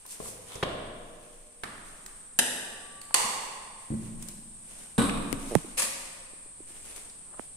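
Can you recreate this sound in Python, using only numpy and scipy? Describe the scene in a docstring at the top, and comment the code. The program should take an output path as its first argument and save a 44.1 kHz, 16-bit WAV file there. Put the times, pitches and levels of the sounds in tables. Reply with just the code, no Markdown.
"""A barrel bolt on a thin aluminium door is twisted free, drawn back and clacks home; the latch rattles
and the hasp drops, ringing. The hinge sings faintly as the door swings into a bare tiled bathroom.
A light switch clicks and pings, the door panel thuds, and the leaf bumps its stop and booms.
Fingers knock on the hand-held phone, a sole scuffs over grit, and a few softer taps follow.
The hard walls echo the hardware and the scuff; sleeve rustle and microphone hiss run underneath."""
import sys
import numpy as np
from scipy import signal
from scipy.fft import rfft, irfft
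from scipy.io import wavfile
from scipy.ndimage import uniform_filter1d

SR = 44100
rng = np.random.default_rng(int(sys.argv[2]) if len(sys.argv) > 2 else 0)


def wav_record(signal):
    """Record a signal, one row per channel, as 16-bit PCM in the file named by sys.argv[1]."""
    frames = np.transpose(np.atleast_2d(signal))
    bounded = np.clip(frames, -1, 1)
    # unit amplitude maps onto the largest positive 16-bit level
    quanta = np.round(bounded * 32767).astype(np.int16)
    wavfile.write(sys.argv[1], SR, quanta)


N = 333396
TIME = np.arange(N) / SR
FREQS = np.arange(N // 2 + 1) * SR / N

# Body tone of each struck part: (frequency [Hz], width [Hz], relative level [dB])
FRAME_BODY = [(80, 180, 4), (486, 110, 6), (670, 250, -2), (1060, 230, -5), (2500, 3200, -30)]
BOLT_BODY = [(123, 220, -0.5), (375, 200, -3.5), (617, 180, 3), (1090, 146, -1.5), (1690, 160, -7.5),
             (2290, 150, -10.5), (2830, 216, -10.5), (3280, 660, -9.5), (8900, 3000, -34)]
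LATCH_BODY = [(302, 1400, 0.5), (1200, 200, 4), (1640, 630, 3.5), (3140, 2400, -6.5), (9000, 1800, -6)]
HASP_BODY = [(205, 146, -5.5), (483, 160, -7.5), (870, 340, -3), (1800, 390, -.5), (3110, 680, -1),
             (3920, 690, -9.5), (5100, 1100, -10), (6000, 730, -7.5), (7730, 800, -1), (8880, 350, 6.5),
             (9920, 170, 8.5), (10960, 720, -2.5)]
SPRING_BODY = [(2300, 940, -8.5), (4540, 530, -4), (8300, 1300, 1), (11000, 2000, -8)]
SWITCH_BODY = [(500, 164, -5.5), (877, 180, 3), (1078, 126, 7), (2040, 590, -3), (2800, 350, -2),
               (3520, 340, -5), (4480, 410, -1.5), (6460, 1400, -4.5), (8440, 1500, 0), (10600, 1600, -7)]
PANEL_BODY = [(67, 70, -14), (130.4, 36, 0.5), (209, 37, 5), (319, 65, -8), (530, 110, -19),
              (1140, 810, -34)]
DOOR_BODY = [(48, 50, -3.5), (135, 160, -17), (220, 76, 2.5), (281, 28, 3), (485, 400, -9.5),
             (760, 580, -15.5), (1136, 180, -6), (1540, 220, -15), (2550, 2200, -20), (3790, 300, -15),
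             (8400, 670, -13.5), (10250, 1200, -19.5)]
PHONE_BODY = [(2070, 750, 0.5), (4868, 2850, -13.5), (9600, 2350, -3.5)]
# Hits on each part: (time [s], level [dB], rattle decay [s], reverb send [dB], left minus right [dB])
FRAME_HITS = [(.201, -38, 0.0066, -0.5, 0.5), (.273, -52, .017, -9, 2), (0.5552, -40, 0.01, -1.5, 0)]
BOLT_HITS = [(0.6297, -25, 0.0082, -1.6, .6)]
LATCH_HITS = [(1.635, -33.5, 0.0098, -1.5, -3), (2.062, -51, 0.0051, 1.5, -6)]
HASP_HITS = [(2.389, -16.5, 0.013, -3, 0.2)]
SPRING_HITS = [(3.015, -43.5, 0.0056, 0.5, -2), (3.1425, -20, 0.001, -9, 3)]
SWITCH_HITS = [(3.1444, -19, 0.0062, 1.9, -4)]
PANEL_HITS = [(1.64, -49, 0.022, -2.5, 0), (3.243, -44.5, 0.016, -3.5, 0), (3.904, -30, 0.015, -3.5, 0.13),
              (3.921, -28.5, 0.012, -9, 0), (3.939, -29.5, 0.014, -4.5, 0),
              (4.985, -20.5, 0.02, -13.5, -1.3)]
DOOR_HITS = [(4.98, -20.5, 0.035, 0.5, 0.28), (5.017, -25.5, 0.026, -5, -2),
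             (5.038, -25.5, 0.056, -4.5, -1), (5.087, -36, 0.024, -4, 0), (5.172, -37, 0.011, -16, 0),
             (5.222, -41, .014, -12, 0)]
# Partials that ring on after a hit: (frequency [Hz], level [dB], t60 [s])
BOLT_PARTIALS = [(342, -44, 1.25), (477, -50.5, 3.3), (606, -48, 2.9), (708, -48.5, 1.6)]
HASP_PARTIALS = [(249.4, -37.5, 0.66), (1610, -42, 0.85), (1700, -39, 0.73), (1776, -48, 1.3),
                 (2896, -40, 0.6), (2988, -55, 1.4), (3350, -42, .6), (3844, -46, 0.56), (7700, -47, .8),
                 (8900, -45, 0.7), (9851, -43, 0.54), (14400, -40, 0.36)]
SWITCH_PARTIALS = [(1100, -44, 1.8), (1938, -53, 2.5), (2820, -48, .5), (4190, -40, 0.18), (4425, -47, .9),
                   (4660, -25, .04)]
PANEL_PARTIALS = [(138, -44, 1), (213, -42, 1.4)]
DOOR_PARTIALS = [(144.6, -44, 1.1), (225, -31, 0.97), (274.4, -33, 1.85), (469, -32.5, 0.96),
                 (1113, -33, 0.65), (1245, -49, .8), (1490, -35, 0.59)]
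# Light ticks of loose metal and handling: (time [s], level [dB], pitch [Hz])
LOOSE_TICKS = [(.053, -52, 980), (.063, -47, 11000), (.107, -51, 9000), (.258, -48, 1080),
               (0.555, -47.5, 6200), (0.6271, -31.5, 1410), (.635, -38.5, 3550), (2.062, -44.5, 8700),
               (3.108, -46.5, 910), (4.225, -42.5, 8700), (4.286, -41, 8600), (5.095, -34.5, 2450),
               (6.9615, -44, 8450), (7.098, -55, 4700)]
# Fingers knocking on the phone:
# (time [s], level [dB], start pitch [Hz], end pitch [Hz], t60 [s], click mix [dB], left minus right [dB])
FINGER_KNOCKS = [(5.3279, -13, 606, 282, 0.023, 1.5, 27.5), (5.335, -23, 170, 110, 0.047, -30, 17),
                 (5.5523, -7, 996, 167, 0.0703, -2, -22), (5.554, -15.5, 1080, 880, 0.023, -30, -21),
                 (5.555, -10, 257, 123, 0.046, -15, -17), (5.646, -27, 603, 308, 0.029, -19, -8),
                 (6.334, -31, 700, 383, 0.011, -19, -16), (6.46, -37.5, 650, 380, .012, -16, -5),
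                 (6.604, -32.5, 600, 316, 0.025, -22, -6), (6.705, -40, 600, 320, 0.021, -17.5, 1),
                 (7.395, -21.5, 2230, 235, 0.019, -33, -44)]
# One catch of a slipping finger:
# (start pitch [Hz], end pitch [Hz], t60 [s], click mix [dB], left minus right [dB])
FINGER_CATCH = (520, 440, 0.008, -34, -4)
# Colour of each rubbed surface: (frequency [Hz], width [Hz], relative level [dB])
SHAFT_COLOUR = [(5900, 3600, -5), (8500, 1500, 3.5), (10000, 2600, 1)]
BARREL_COLOUR = [(1050, 560, 1), (2380, 600, -5), (3470, 580, 1)]
SOLE_COLOUR = [(253, 190, -7.5), (549, 69, 1), (695, 300, -8.5), (1090, 310, -2.5), (1810, 330, -4),
               (2460, 43, 1), (2530, 710, -1.5), (4500, 1800, -4), (6940, 730, -9), (8650, 2700, 2),
               (10130, 1100, -1)]
SKIN_COLOUR = [(465, 240, -0.92), (1030, 660, -0.084)]
CLOTH_COLOUR = [(388, 760, 4), (2340, 1830, 0.5), (7730, 4300, 0.5), (9540, 1420, 6)]
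# Rubbing strokes of bolt, finger and arm: (peak time [s], level [dB], length [s])
SHAFT_STROKES = [(.066, -58, .03), (.116, -41.5, 0.051), (.262, -41.5, 0.092)]
BARREL_STROKES = [(.525, -50.5, 0.069)]
FINGER_STROKES = [(7.365, -52, 0.075)]
ARM_STROKES = [(.03, -55, 0.37), (0.25, -49, 0.24), (0.54, -48, 0.13), (1.324, -59, 0.59),
               (1.935, -54.5, 0.3), (3.842, -55, 0.09), (4.044, -51.5, 0.14), (4.28, -50.5, 0.12),
               (4.786, -49.5, 0.19), (5.484, -46, 0.34), (6.709, -49, 0.047), (6.89, -48.5, 0.24),
               (7.42, -52.5, 0.057)]
# Reverb time of the tiled room: (frequency [Hz], t60 [s])
ROOM_DECAY = [(60, 1.33), (200, 1.83), (600, 1.83), (1100, 1.7), (2500, 1.49), (5000, 1.25), (8500, 1.01),
              (12000, 0.93), (16000, 0.65)]
# Spectrum of room rumble and microphone hiss: (frequency [Hz], relative level [dB])
FLOOR_SPECTRUM = [(20, 16), (45, 6), (100, 1.5), (210, 3), (400, -6.5), (1000, -5.5), (2000, -17),
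                  (4000, -13.5), (6300, -18.5), (7500, 0), (8600, 11), (9400, 4.5), (10500, -10.5),
                  (12500, -82), (15500, -60)]
# Fader ride on that noise floor, lower at first: (time [s], gain [dB])
FLOOR_RIDE = [(0, -5), (1.15, -8.5), (2.15, -0.5), (7.56, 1.5)]


def undb(db):
    """Decibels to gain."""
    return 10 ** (np.asarray(db) / 20)


def unit(x):
    """Scale to an rms of one."""
    return x / np.sqrt(np.mean(x ** 2))


def over_pitch(rows, hz):
    """Read (frequency, value) rows on a log-frequency axis."""
    points, values = np.transpose(rows)
    return np.interp(np.log(hz + 1), np.log(points), values)


def pan(db):
    """Constant-power gains, the left louder by db."""
    return unit(undb(np.array([[db], [-db]]) / 2))


def add(out, s, x):
    """Mix a sound in at s seconds."""
    i = max(int(s * SR), 0)
    out[:, i:i + x.shape[-1]] += x[..., :N - i]


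def envelope(start_s, attack_s, slope_db_per_s, stop_s=np.inf, release_s=1):
    """A smooth attack, a steady slope in dB, and a release after the stop."""
    t = np.maximum(TIME - start_s, 0)
    attack = 1 - np.exp(-(t / attack_s) ** 2)
    release = np.exp(-np.maximum(TIME - stop_s, 0) / release_s)
    return attack * undb(slope_db_per_s * np.minimum(t, stop_s - start_s)) * release


def strokes(moves, rise, rest_db=-120):
    """Bell-shaped swells of rubbing; rise is the share of each spent speeding up."""
    power = undb(rest_db) ** 2
    for s, db, length_s in moves:
        width = length_s * np.where(TIME < s, rise, 1 - rise)
        power = power + undb(db) ** 2 * np.exp(-((TIME - s) / width) ** 2)
    return np.sqrt(power)


def body(resonances, size=8192):
    """Minimum-phase impulse response of an object with steep-sided resonances."""
    hz = np.arange(size // 2 + 1) * SR / size
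    power = sum(undb(db) ** 2 / (1 + ((hz - f) / w * 1.24) ** 2) ** 2 for f, w, db in resonances)
    cepstrum = irfft(np.log(power + 1e-12) / 2)
    cepstrum[1:size // 2] *= 2
    cepstrum[size // 2 + 1:] = 0
    return irfft(np.exp(rfft(cepstrum)))[None, :size // 2]


def whiten(x, bins):
    """Flatten the broad colour of a burst, leaving its fine grain."""
    spectrum = rfft(x, 2 * x.shape[-1])
    colour = np.sqrt(uniform_filter1d(abs(spectrum) ** 2, bins, mode="reflect") + 1e-12)
    return irfft(spectrum / colour)[..., :x.shape[-1]]


def narrow_tone(hz, width_hz):
    """A noise band so narrow that it reads as a wandering tone."""
    band = np.exp(-((FREQS - hz) / width_hz) ** 2)
    return unit(irfft(rfft(rng.standard_normal(N)) * band, N))


def strike(resonances, hits, attack, spread, snap_db=-60, snap_hz=9000, right_late_s=0, rebound=0):
    """A hard first contact and a dense rattle of loose parts, rung through the body and the room."""
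    out, ring, t = np.zeros((2, N)), body(resonances), TIME[:4096]
    ring = ring - rebound * np.roll(ring, round(SR / 1102), axis=1)  # returns inverted from the far edge
    snap = body([(snap_hz, snap_hz, 0)])
    echo = signal.fftconvolve(ring / np.linalg.norm(ring), tiled_room(), axes=1)
    for s, db, rattle_s, room_db, pan_db in hits:
        noise = rng.standard_normal((3, len(t)))
        force = (noise[0] + spread * noise[1:]) * np.exp(-t / rattle_s - (t / rattle_s) ** 4 / 2)
        force /= np.linalg.norm(force, axis=1, keepdims=True)
        force[:, 0] += attack
        direct = signal.fftconvolve(whiten(force, bins=120), ring, axes=1)
        direct /= np.linalg.norm(direct, axis=1, keepdims=True)
        add(direct, 0, undb(snap_db) * snap / np.linalg.norm(snap))  # thin snap of the contact itself
        direct[1] = np.roll(direct[1], int(right_late_s * SR))
        gain = undb(db) * np.sqrt(.015 * SR)  # level counts as energy spread over 15 ms
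        add(out, s, gain * pan(pan_db) * direct)
        add(out, s, gain * undb(room_db) * pan(pan_db / 2) * echo)
    return out


def ring_out(partials, start_s, flutter, flutter_hz=22):
    """Metal sings on after a hit; reflections flutter each partial differently at the two ears."""
    out, t = np.zeros((2, N)), TIME[:2 * SR]
    rise = 1 - np.exp(-t / .004)
    for hz, db, t60 in partials:
        paths = rng.standard_normal((2, 256)) + 1j * rng.standard_normal((2, 256))
        drift = np.array([np.interp(t * flutter_hz, np.arange(len(p)), p) for p in paths])
        steady = np.exp(1j * rng.uniform(0, 1.35, (2, 1)))
        shimmer = (steady + flutter * drift) / np.hypot(1, flutter)
        tone = np.imag(shimmer * np.exp(2j * np.pi * hz * t))
        add(out, start_s, rise * undb(db - 60 * t / t60) * tone)
    return out


def rub(resonances, pressure, grain_db, catch_db, catch_hz, room_db):
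    """Friction: a stream of tiny uneven slips that catches and runs on, coloured by the surfaces."""
    grain = np.repeat(rng.standard_normal(N // 64 + 1), 64)[:N]
    catches = 1.2 * np.interp(TIME * catch_hz, np.arange(8192), rng.standard_normal(8192))
    slips = rng.standard_normal((2, N)) * undb(grain_db * grain + catch_db * catches)
    direct = unit(signal.oaconvolve(slips, body(resonances), axes=1)[:, :N]) * pressure
    return with_room(direct, room_db)


def barrel_bolt():
    """The frame knocks as the bolt twists and drags; it hits its stop and the leaf rings hollow."""
    out = strike(FRAME_BODY, FRAME_HITS, attack=.21, spread=1, right_late_s=.00051)
    out += strike(BOLT_BODY, BOLT_HITS, attack=.23, spread=.28, snap_db=-23, snap_hz=3480)
    out += ring_out(BOLT_PARTIALS, BOLT_HITS[0][0], flutter=.87, flutter_hz=21)
    twist, drag = strokes(SHAFT_STROKES, rise=.39), strokes(BARREL_STROKES, rise=.38)
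    out += rub(SHAFT_COLOUR, twist, grain_db=1.5, catch_db=1, catch_hz=91, room_db=-7)
    return out + rub(BARREL_COLOUR, drag, grain_db=3.5, catch_db=1.5, catch_hz=220, room_db=1)


def latch_and_hasp():
    """The latch rattles, then the hasp drops with a bright clack and a thin ring."""
    out = strike(LATCH_BODY, LATCH_HITS, attack=.23, spread=1, right_late_s=.0005)
    out += strike(HASP_BODY, HASP_HITS, attack=.045, spread=2.3, snap_db=-3, snap_hz=9800,
                  right_late_s=.0007, rebound=.55)
    return out + ring_out(HASP_PARTIALS, HASP_HITS[0][0], flutter=.42, flutter_hz=18)


def light_switch():
    """The spring ticks, and the switch snaps over and pings."""
    out = strike(SPRING_BODY, SPRING_HITS, attack=.57, spread=.72, right_late_s=.00071)
    out += strike(SWITCH_BODY, SWITCH_HITS, attack=.083, spread=.98, right_late_s=.00066)
    return out + ring_out(SWITCH_PARTIALS, SWITCH_HITS[0][0], flutter=.56)


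def door_panel():
    """The thin panel thuds and booms as it flexes."""
    thuds = strike(PANEL_BODY, PANEL_HITS, attack=.77, spread=.22, right_late_s=.00041)
    return thuds + ring_out(PANEL_PARTIALS, start_s=3.915, flutter=.76)


def door_stop():
    """The leaf bumps its stop, chatters and rings on."""
    bumps = strike(DOOR_BODY, DOOR_HITS, attack=.11, spread=.96)
    return bumps + ring_out(DOOR_PARTIALS, DOOR_HITS[0][0], flutter=1.16, flutter_hz=29.6)


def sole_scuff():
    """A sole lands quickly and slides over grit with fading pressure."""
    pressure = undb(-21.5) * envelope(5.768, .0088, slope_db_per_s=-97, stop_s=5.855, release_s=.019)
    return pan(.95) * rub(SOLE_COLOUR, pressure, grain_db=3, catch_db=1.4, catch_hz=130, room_db=-4.5)


def finger_slip(start_s=5.5106, gap_s=.0092, jitter_s=.0008):
    """Knock rows for a finger that sticks and slips on the phone, firming up and then easing off."""
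    return [(start_s + k * gap_s + jitter_s * rng.standard_normal(),
             -7.5 - 3 * abs(k - 1.4), *FINGER_CATCH) for k in range(5)]


def finger_knocks(relax_share=.0374, click_s=.0006):
    """A fingertip hits the phone: the shell clicks and a dry thud dives as the contact relaxes."""
    out, t = np.zeros((2, N)), TIME[:4096]
    shell = body(PHONE_BODY)[0]
    for s, db, start_hz, end_hz, t60, click_db, pan_db in FINGER_KNOCKS + finger_slip():
        hz = end_hz + (start_hz - end_hz) * np.exp(-t / (relax_share * t60))
        rise = 1 - np.exp(-(t * start_hz * 1.5) ** 2)
        thud = np.sin(2 * np.pi * np.cumsum(hz) / SR) * undb(-60 * t / t60) * rise
        contact = whiten(rng.standard_normal(len(t)) * np.exp(-t / click_s), bins=400)
        click = signal.fftconvolve(contact, shell)[:len(t)]
        add(out, s, undb(db) * pan(pan_db) * (thud + undb(click_db) * click / abs(click).max()))
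    return out


def loose_ticks(contact_s=.0045):
    """Brief contacts, each one ringing pitch over a broad click."""
    out, t = np.zeros((2, N)), TIME[:1024]
    for s, db, hz in LOOSE_TICKS:
        contact = rng.standard_normal((2, len(t))) * np.exp(-t / contact_s)
        tick = signal.fftconvolve(contact, body([(hz, hz * .28, 0), (hz, hz * 1.14, -8)]), axes=1)
        add(out, s, undb(db) * np.sqrt(.03 * SR) * tick / np.linalg.norm(tick))
    return with_room(out, room_db=-5)


def handling_rustle():
    """The sleeve swishes with the arm, never quite still; a finger shifts on the phone."""
    arm, finger = strokes(ARM_STROKES, rise=.51, rest_db=-65), strokes(FINGER_STROKES, rise=.61)
    sleeve = rub(CLOTH_COLOUR, arm, grain_db=2, catch_db=1.8, catch_hz=35, room_db=-5)
    return sleeve + rub(SKIN_COLOUR, finger, grain_db=.5, catch_db=4.5, catch_hz=80, room_db=-28)


def dry_hinge(hz=1155, waver=.68):
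    """The hinge sings one faint, wavering note that swells as the door swings."""
    wander = np.array([narrow_tone(hz, width_hz=16) for _ in range(2)])
    note = unit(np.sin(2 * np.pi * hz * TIME)) + waver * wander
    return note * undb(-62.5) * envelope(2.51, .13, slope_db_per_s=5, stop_s=3.14, release_s=.025)


def leaf_sway(below_hit_db=18):
    """Each hit on the leaf sets it swaying and pumping the air: a sub-bass swell."""
    energy = sum((undb(db - below_hit_db) * envelope(s, attack_s=.19, slope_db_per_s=-21.5)) ** 2
                 for s, db, *_ in BOLT_HITS + LATCH_HITS + PANEL_HITS + DOOR_HITS)
    return narrow_tone(hz=22, width_hz=4) * np.sqrt(energy)


def tiled_room(build_s=.0083, mono_below_hz=520, size=65536):
    """Diffuse echo off hard walls: treble dies first, and the bass is nearly mono."""
    t, hz = TIME[:size], np.arange(size // 2 + 1) * SR / size
    mid, side = rfft(rng.standard_normal((2, size)))
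    alike = .92 / (1 + (hz / mono_below_hz) ** 4)
    ears = mid * np.sqrt((1 + alike) / 2) + np.array([[1], [-1]]) * side * np.sqrt((1 - alike) / 2)
    edges = np.r_[0, np.geomspace(100, 13000, 13), SR]
    tail = 0
    for low, high in zip(edges, edges[1:]):
        band = irfft(ears * ((hz >= low) & (hz < high)))
        power = np.mean(band ** 2, axis=0)
        leveller = np.sqrt(power.mean() / uniform_filter1d(power, size=2500))  # keeps the decay smooth
        t60 = over_pitch(ROOM_DECAY, low * 1.2)
        tail = tail + band * leveller * np.exp(-np.log(1000) * t / t60)
    return unit(tail * (1 - np.exp(-(t / build_s) ** 2))) / np.sqrt(size)


def with_room(direct, room_db):
    """A sound together with its echo."""
    return direct + undb(room_db) * signal.fftconvolve(direct, tiled_room(), axes=1)[:, :N]


def noise_floor(mono_below_hz=350, ripple_db=7):
    """Faint, centred room rumble under microphone hiss with a finely ribbed peak up top."""
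    noise = rfft(rng.standard_normal((3, N)))
    alike = .9 / (1 + (FREQS / mono_below_hz) ** 2)
    ears = noise[0] * np.sqrt(alike) + noise[1:] * np.sqrt(1 - alike)
    ribs = np.cos(2 * np.pi * (FREQS - 8690) / 238) * np.exp(-((FREQS - 8690) / 1500) ** 2)
    colour = undb(over_pitch(FLOOR_SPECTRUM, FREQS) + ripple_db * ribs)
    ride_db = np.interp(TIME, *np.transpose(FLOOR_RIDE))
    return undb(-48 + ride_db) * unit(irfft(ears * colour, N))


def scene():
    """Hardware up front, body foley around it, a quiet bed underneath."""
    hardware = barrel_bolt() + latch_and_hasp() + light_switch() + door_panel() + door_stop()
    foley = sole_scuff() + finger_knocks() + loose_ticks() + handling_rustle()
    return hardware + foley + dry_hinge() + leaf_sway() + noise_floor()


def record(dry, shelf_hz=12000, shelf_db=-7, top_hz=15400):
    """The right microphone is duller up top; the phone clips at full scale and cuts the highest air."""
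    shelf = undb(shelf_db / (1 + (shelf_hz / (FREQS + 1)) ** 12))
    ears = np.array([dry[0], irfft(rfft(dry[1]) * shelf, N)])
    high_cut = signal.ellip(8, .2, 70, top_hz, fs=SR, output="sos")
    return signal.sosfilt(high_cut, np.clip(ears, -1, 1))


dry = scene()
out = record(dry)
wav_record(out)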